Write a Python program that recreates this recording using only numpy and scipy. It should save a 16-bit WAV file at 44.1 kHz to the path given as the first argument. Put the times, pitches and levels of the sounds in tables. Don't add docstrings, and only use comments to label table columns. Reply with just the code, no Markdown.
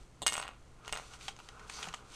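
import sys
import numpy as np
from scipy import signal
from scipy.fft import rfft, irfft
from scipy.io import wavfile

SR = 44100
rng = np.random.default_rng(int(sys.argv[2]) if len(sys.argv) > 2 else 0)


def to_wav(s):
    ch = np.atleast_2d(s).T
    pcm = np.round(np.clip(ch, -1, 1) * 32767)
    wavfile.write(sys.argv[1], SR, pcm.astype(np.int16))


N = 94815


def from_db(db):
    return 10 ** (np.asarray(db) / 20)


def unit(x):
    return x / np.sqrt(np.sum(x ** 2) + 1e-20)


def at_level(x, db):
    return unit(x) * np.sqrt(N) * from_db(db)


def curve(rows, column=1):
    rows = np.array(rows)
    return np.interp(np.arange(N) / SR, rows[:, 0], rows[:, column])


def through(x, response):
    return signal.fftconvolve(x, response)[:N]


def colour(x, points, size=8192):
    hz, db = np.transpose(points)
    bins_hz = np.arange(size // 2 + 1) * SR / size
    gain = from_db(np.interp(np.log(bins_hz + 1), np.log(hz), db))
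    cepstrum = irfft(np.log(gain))
    cepstrum[1:size // 2] *= 2
    cepstrum[size // 2 + 1:] = 0
    response = irfft(np.exp(rfft(cepstrum)))
    return through(x, unit(response))


def resonate(x, hz, q):
    b, a = signal.iirpeak(hz, max(q, 1), fs=SR)
    return signal.lfilter(b, a, signal.lfilter(b, a, x))


def decay(t60_s):
    t = np.arange(SR // 2) / SR
    return t, np.exp(-np.log(1000) * t / t60_s)


def scatter(t60_s):
    t, envelope = decay(t60_s)
    return unit(envelope * rng.standard_normal(len(t)))


def flutter(t60_s):
    t, envelope = decay(t60_s)
    return unit(envelope * rng.choice([-1, 1], len(t)))


def contact(t60_s, chatter):
    burst = chatter * scatter(t60_s)
    burst[0] = 1
    return unit(burst)


def grains(per_s, spread_db=2.5):
    sizes = from_db(spread_db * np.minimum(rng.exponential(1, N), 4))
    slips = rng.random(N) < per_s / SR
    return slips * sizes * rng.choice([-1, 1], N)


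def add(out, start_s, db, sound):
    start = int(np.clip(start_s * SR, 0, N - 1))
    part = sound[:N - start]
    out[start:start + len(part)] += from_db(db) * np.sqrt(SR / 1000) * part


# frequency in Hz, relative gain in dB.
RUMBLE_COLOUR = [(20, 1.5), (60, 2), (85, -8), (150, -8.5), (250, -12), (600, -17), (1400, -26),
                 (2000, -26.5), (4500, -43), (8000, -34), (10000, -39.5), (13000, -53), (15000, -57)]
# frequency in Hz, rms level in dB.
HUM_TONES = [(58, -73.5), (120, -67)]


def background():
    t = np.arange(N) / SR
    hum = sum(np.sqrt(2) * from_db(db) * np.sin(2 * np.pi * (hz * t + rng.random()))
              for hz, db in HUM_TONES)
    rumble = colour(rng.standard_normal(N), RUMBLE_COLOUR)
    return hum + at_level(rumble, db=-57.5)


# frequency in Hz, relative gain in dB.
ECHO_COLOUR = [(60, -11), (300, 1), (1400, -4.5), (3000, -3.5), (8000, -1.5), (15000, -2.5)]


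def room_echo(x, delay_s=0.003):
    early = from_db(-12) * scatter(t60_s=0.046)
    late = from_db(-12.5) * scatter(t60_s=0.25)
    response = np.r_[np.zeros(int(delay_s * SR)), early + late]
    return colour(through(x, response), ECHO_COLOUR)


# start in seconds, initial level in dB, frequency in Hz, T60 in seconds.
HAND_BUMPS = [(0.917, -40.5, 33, 0.11), (1.874, -45.5, 168, 0.15)]


def hand_bumps():
    out = 0
    for start_s, db, hz, t60_s in HAND_BUMPS:
        age_s = np.maximum(np.arange(N) / SR - start_s, 0)
        envelope = from_db(db) * np.exp(-np.log(1000) * age_s / t60_s)
        out = out + envelope * np.sin(2 * np.pi * hz * age_s)
    return out


# time in seconds, hiss level in dB, rub level in dB.
SLIDE_LEVELS = [(0, -65.5, -63.5), (0.07, -73, -82), (0.2, -73, -72), (0.75, -73, -71),
                (0.81, -73.5, -63.5), (0.87, -60.5, -53), (0.915, -60, -68), (0.98, -55.5, -58),
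                (1.04, -59.5, -58.5), (1.10, -61, -63.5), (1.14, -55, -53), (1.18, -65.5, -64),
                (1.24, -51, -59), (1.30, -57.5, -57.5), (1.34, -69, -67), (1.40, -65.5, -66.5),
                (1.46, -63, -63), (1.53, -69, -59.5), (1.60, -67.5, -55), (1.66, -64, -57),
                (1.72, -52.5, -60), (1.785, -51.5, -51.5), (1.81, -50.5, -51), (1.88, -55.5, -49.5),
                (1.92, -63.5, -54.5), (1.97, -60.5, -60.5), (2.03, -70.5, -58.5), (2.09, -62.5, -63),
                (2.15, -52, -60.5)]
# frequency in Hz, relative gain in dB.
FIBRE_HISS_COLOUR = [(500, -24), (1700, -4), (2200, 3.5), (3600, 2.5), (4400, 3), (5400, 0), (6100, 3.5),
                     (7000, 0), (8800, -2), (11000, -14.5), (13000, -20), (15000, -40)]
HOLLOW_RUB_COLOUR = [(60, -8), (170, -0.5), (270, -14.5), (430, 0), (560, -7.5), (800, -2), (1150, 1.5),
                     (1450, 4), (1850, -18), (2600, -9.5), (12000, -59)]


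def paper_slide():
    hiss = at_level(grains(per_s=5000), curve(SLIDE_LEVELS, column=1))
    rub = at_level(grains(per_s=5000), curve(SLIDE_LEVELS, column=2))
    return colour(hiss, FIBRE_HISS_COLOUR) + colour(rub, HOLLOW_RUB_COLOUR)


# time in seconds, level in dB.
SWISH_LEVELS = [(1.66, -120), (1.70, -67), (1.73, -57), (1.772, -46.5), (1.795, -54), (1.87, -120)]
# frequency in Hz, Q, relative gain in dB.
SHEET_RESONANCES = [(4550, 12, 0), (4900, 14, -0.12), (6040, 6.8, -1.1)]


def paper_swish():
    slips = grains(per_s=1300)
    sheet = sum(from_db(db) * resonate(slips, hz, q) for hz, q, db in SHEET_RESONANCES)
    return at_level(sheet, curve(SWISH_LEVELS))


# start in seconds, crack level in dB, panel resonance in Hz,
# crack T60 in seconds, thump level in dB.
CREASE_SNAPS = [(0.848, -47.5, 2570, 0.021, -53), (0.859, -48.5, 6000, 0.012, -62),
                (0.893, -39, 2170, 0.035, -39), (1.136, -44, 2530, 0.028, -60),
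                (1.2105, -44, 2360, 0.015, -56), (1.2814, -28, 2980, 0.036, -35),
                (1.2865, -37, 2320, 0.031, -37.5), (1.365, -47.5, 6660, 0.0078, -52),
                (1.389, -45, 2400, 0.065, -45.5), (1.4006, -49.5, 3000, 0.026, -41),
                (1.488, -40, 2900, 0.013, -44.5), (1.5946, -46, 2030, .054, -47),
                (1.6976, -34, 2000, 0.019, -39.5), (1.771, -45, 5600, 0.013, -49),
                (1.788, -45, 2400, 0.013, -40), (1.828, -29.5, 2970, 0.033, -39),
                (1.8413, -36.5, 2360, 0.012, -47), (1.8548, -43, 2180, 0.013, -44),
                (1.8729, -42, 2300, 0.033, -34.5), (1.8859, -36, 2470, .018, -47),
                (1.9292, -45, 3800, 0.0043, -60), (1.9391, -34, 3200, 0.015, -32.5),
                (1.9432, -34.5, 2270, 0.016, -41)]
# frequency in Hz, relative gain in dB.
CRACK_COLOUR = [(200, -38), (900, -6.5), (1900, -2.5), (3100, 1), (4200, -4.5), (6500, -5), (9000, -11.5),
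                (12000, -32), (15000, -46)]
THUMP_COLOUR = [(150, -22), (430, -17), (580, -13.5), (750, 3.5), (1250, -0.5), (1800, -12), (5000, -36)]


def paper_snaps():
    cracks, thumps = np.zeros((2, N))
    for start_s, crack_db, panel_hz, t60_s, thump_db in CREASE_SNAPS:
        crack = flutter(t60_s)
        panel = 1.02 * resonate(crack, panel_hz, q=1.8)
        add(cracks, start_s, crack_db, unit(colour(crack + panel, CRACK_COLOUR)))
        add(thumps, start_s, thump_db, contact(t60_s=0.023, chatter=1.96))
    return cracks + colour(thumps, THUMP_COLOUR)


# frequency in Hz, relative level in dB, T60 in seconds.
PLASTIC_MODES = [(1860, -15, 0.12), (2175, -13.5, 0.12), (2830, -6.5, 0.061), (3120, -17.5, 0.058),
                 (6486, -9.5, 0.076), (8126, -2.5, 0.021), (8175, -10, 0.081), (13900, -27, 0.02)]


def cap_ring(rim_db, rim_above_hz=7500, spread_db=1.6, detune=0.003):
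    out = 0
    for hz, db, t60_s in PLASTIC_MODES:
        t, envelope = decay(t60_s)
        mode_db = db + rim_db * (hz > rim_above_hz) + spread_db * rng.standard_normal()
        strength = from_db(mode_db) * rng.choice([-1, 1])
        mode_hz = hz * (1 + detune * rng.uniform(-1.1, 1))
        out = out + strength * unit(envelope * np.sin(2 * np.pi * mode_hz * t))
    return out


# start in seconds, level in dB.
HELD_TAPS = [(0.2196, -28.5), (0.2264, -29), (0.2336, -33.5)]
# frequency in Hz, relative gain in dB.
HELD_TAP_COLOUR = [(60, 5), (170, 1.5), (650, 7.5), (1050, 1), (1450, -14), (2400, -21), (3550, 8),
                   (4250, -3), (4900, -15), (6100, -28), (7250, -0.5), (7800, -22), (9500, -10.5),
                   (15000, -34)]


def cap_set_down(ring_gain_db=-13.5):
    taps, rings = np.zeros((2, N))
    for start_s, db in HELD_TAPS:
        add(taps, start_s, db, contact(t60_s=0.026, chatter=0.87))
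        add(rings, start_s, db + ring_gain_db, cap_ring(rim_db=6))
    return colour(taps, HELD_TAP_COLOUR) + rings


# start in seconds, wood knock in dB, plastic tick in dB, rim in dB.
RATTLE_HITS = [(0.2648, -24, -22, -34), (0.2681, -30, -20.5, -15.5), (0.2735, -26, -40, -41),
               (0.2788, -31.5, -21.5, -35), (0.2875, -32.5, -29.5, -37), (0.2988, -49, -35, -38),
               (0.3232, -34.5, -31.5, -48), (0.332, -38, -30, -39), (0.34, -36, -32.5, -35),
               (0.3540, -27, -46, -43), (0.367, -34, -33.5, -34), (0.3796, -30.5, -33.5, -34),
               (0.397, -39, -43, -53), (0.3996, -33, -41, -39.5), (0.4143, -39, -41.5, -48),
               (0.4234, -42.5, -43, -49), (0.4275, -29.5, -46, -50), (0.4366, -43, -45, -57),
               (0.4522, -42, -54, -55), (0.4790, -36, -43.5, -54), (0.4902, -39, -61, -66),
               (0.879, -34.5, -37.5, -52), (0.9259, -27.5, -30.5, -30.5), (0.9328, -32, -43, -44),
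               (0.9417, -43, -40.5, -43), (0.9493, -40, -51, -46), (0.9536, -34, -44, -50),
               (0.9621, -33, -55, -58), (0.9730, -38, -36.5, -55), (0.9863, -42, -55, -60),
               (0.9980, -41, -65, -57)]
# time in seconds, level in dB.
ROLL_LEVELS = [(0.26, -92), (0.28, -49), (0.33, -49.5), (0.40, -48), (0.46, -51.5), (0.51, -55.5),
               (0.61, -83), (0.91, -91), (0.935, -47.5), (0.99, -52.5), (1.03, -59.5), (1.08, -82)]
# frequency in Hz, relative gain in dB.
WOOD_COLOUR = [(60, -7), (250, -9), (450, -5.5), (650, 1.5), (1000, 3), (1420, 3.5), (1700, -5), (2700, -2),
               (4000, -11), (8000, -33), (15000, -71)]
PLASTIC_COLOUR = [(200, -23), (1000, -17.5), (2000, -1), (3000, 0.5), (4800, -2.5), (8000, -2),
                  (9000, -6.5), (11000, -12), (13000, -23), (15000, -28)]


def cap_rattle():
    knocks, ticks, rings = np.zeros((3, N))
    for start_s, knock_db, tick_db, rim_db in RATTLE_HITS:
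        add(knocks, start_s, knock_db, contact(t60_s=0.0029, chatter=0.7))
        add(ticks, start_s, tick_db, contact(t60_s=0.011, chatter=3.8))
        add(rings, start_s, tick_db, cap_ring(rim_db - tick_db))
    roll = at_level(grains(per_s=1500, spread_db=3.5), curve(ROLL_LEVELS))
    roll_ring = from_db(-13.5) * through(roll, cap_ring(rim_db=-13))
    wood = colour(knocks + roll, WOOD_COLOUR)
    table_ring = from_db(-8) * resonate(wood, hz=1420, q=16)
    return wood + table_ring + colour(ticks, PLASTIC_COLOUR) + rings + roll_ring


def scene():
    direct = cap_set_down() + cap_rattle() + paper_snaps() + paper_slide() + paper_swish()
    return (direct + room_echo(direct) + hand_bumps() + background())[None]


def record(dry):
    cutoff_hz = 14750
    lowpass = signal.ellip(10, 0.2, 80, cutoff_hz, fs=SR, output="sos")
    return signal.sosfilt(lowpass, dry)


dry = scene()
out = record(dry)
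to_wav(out)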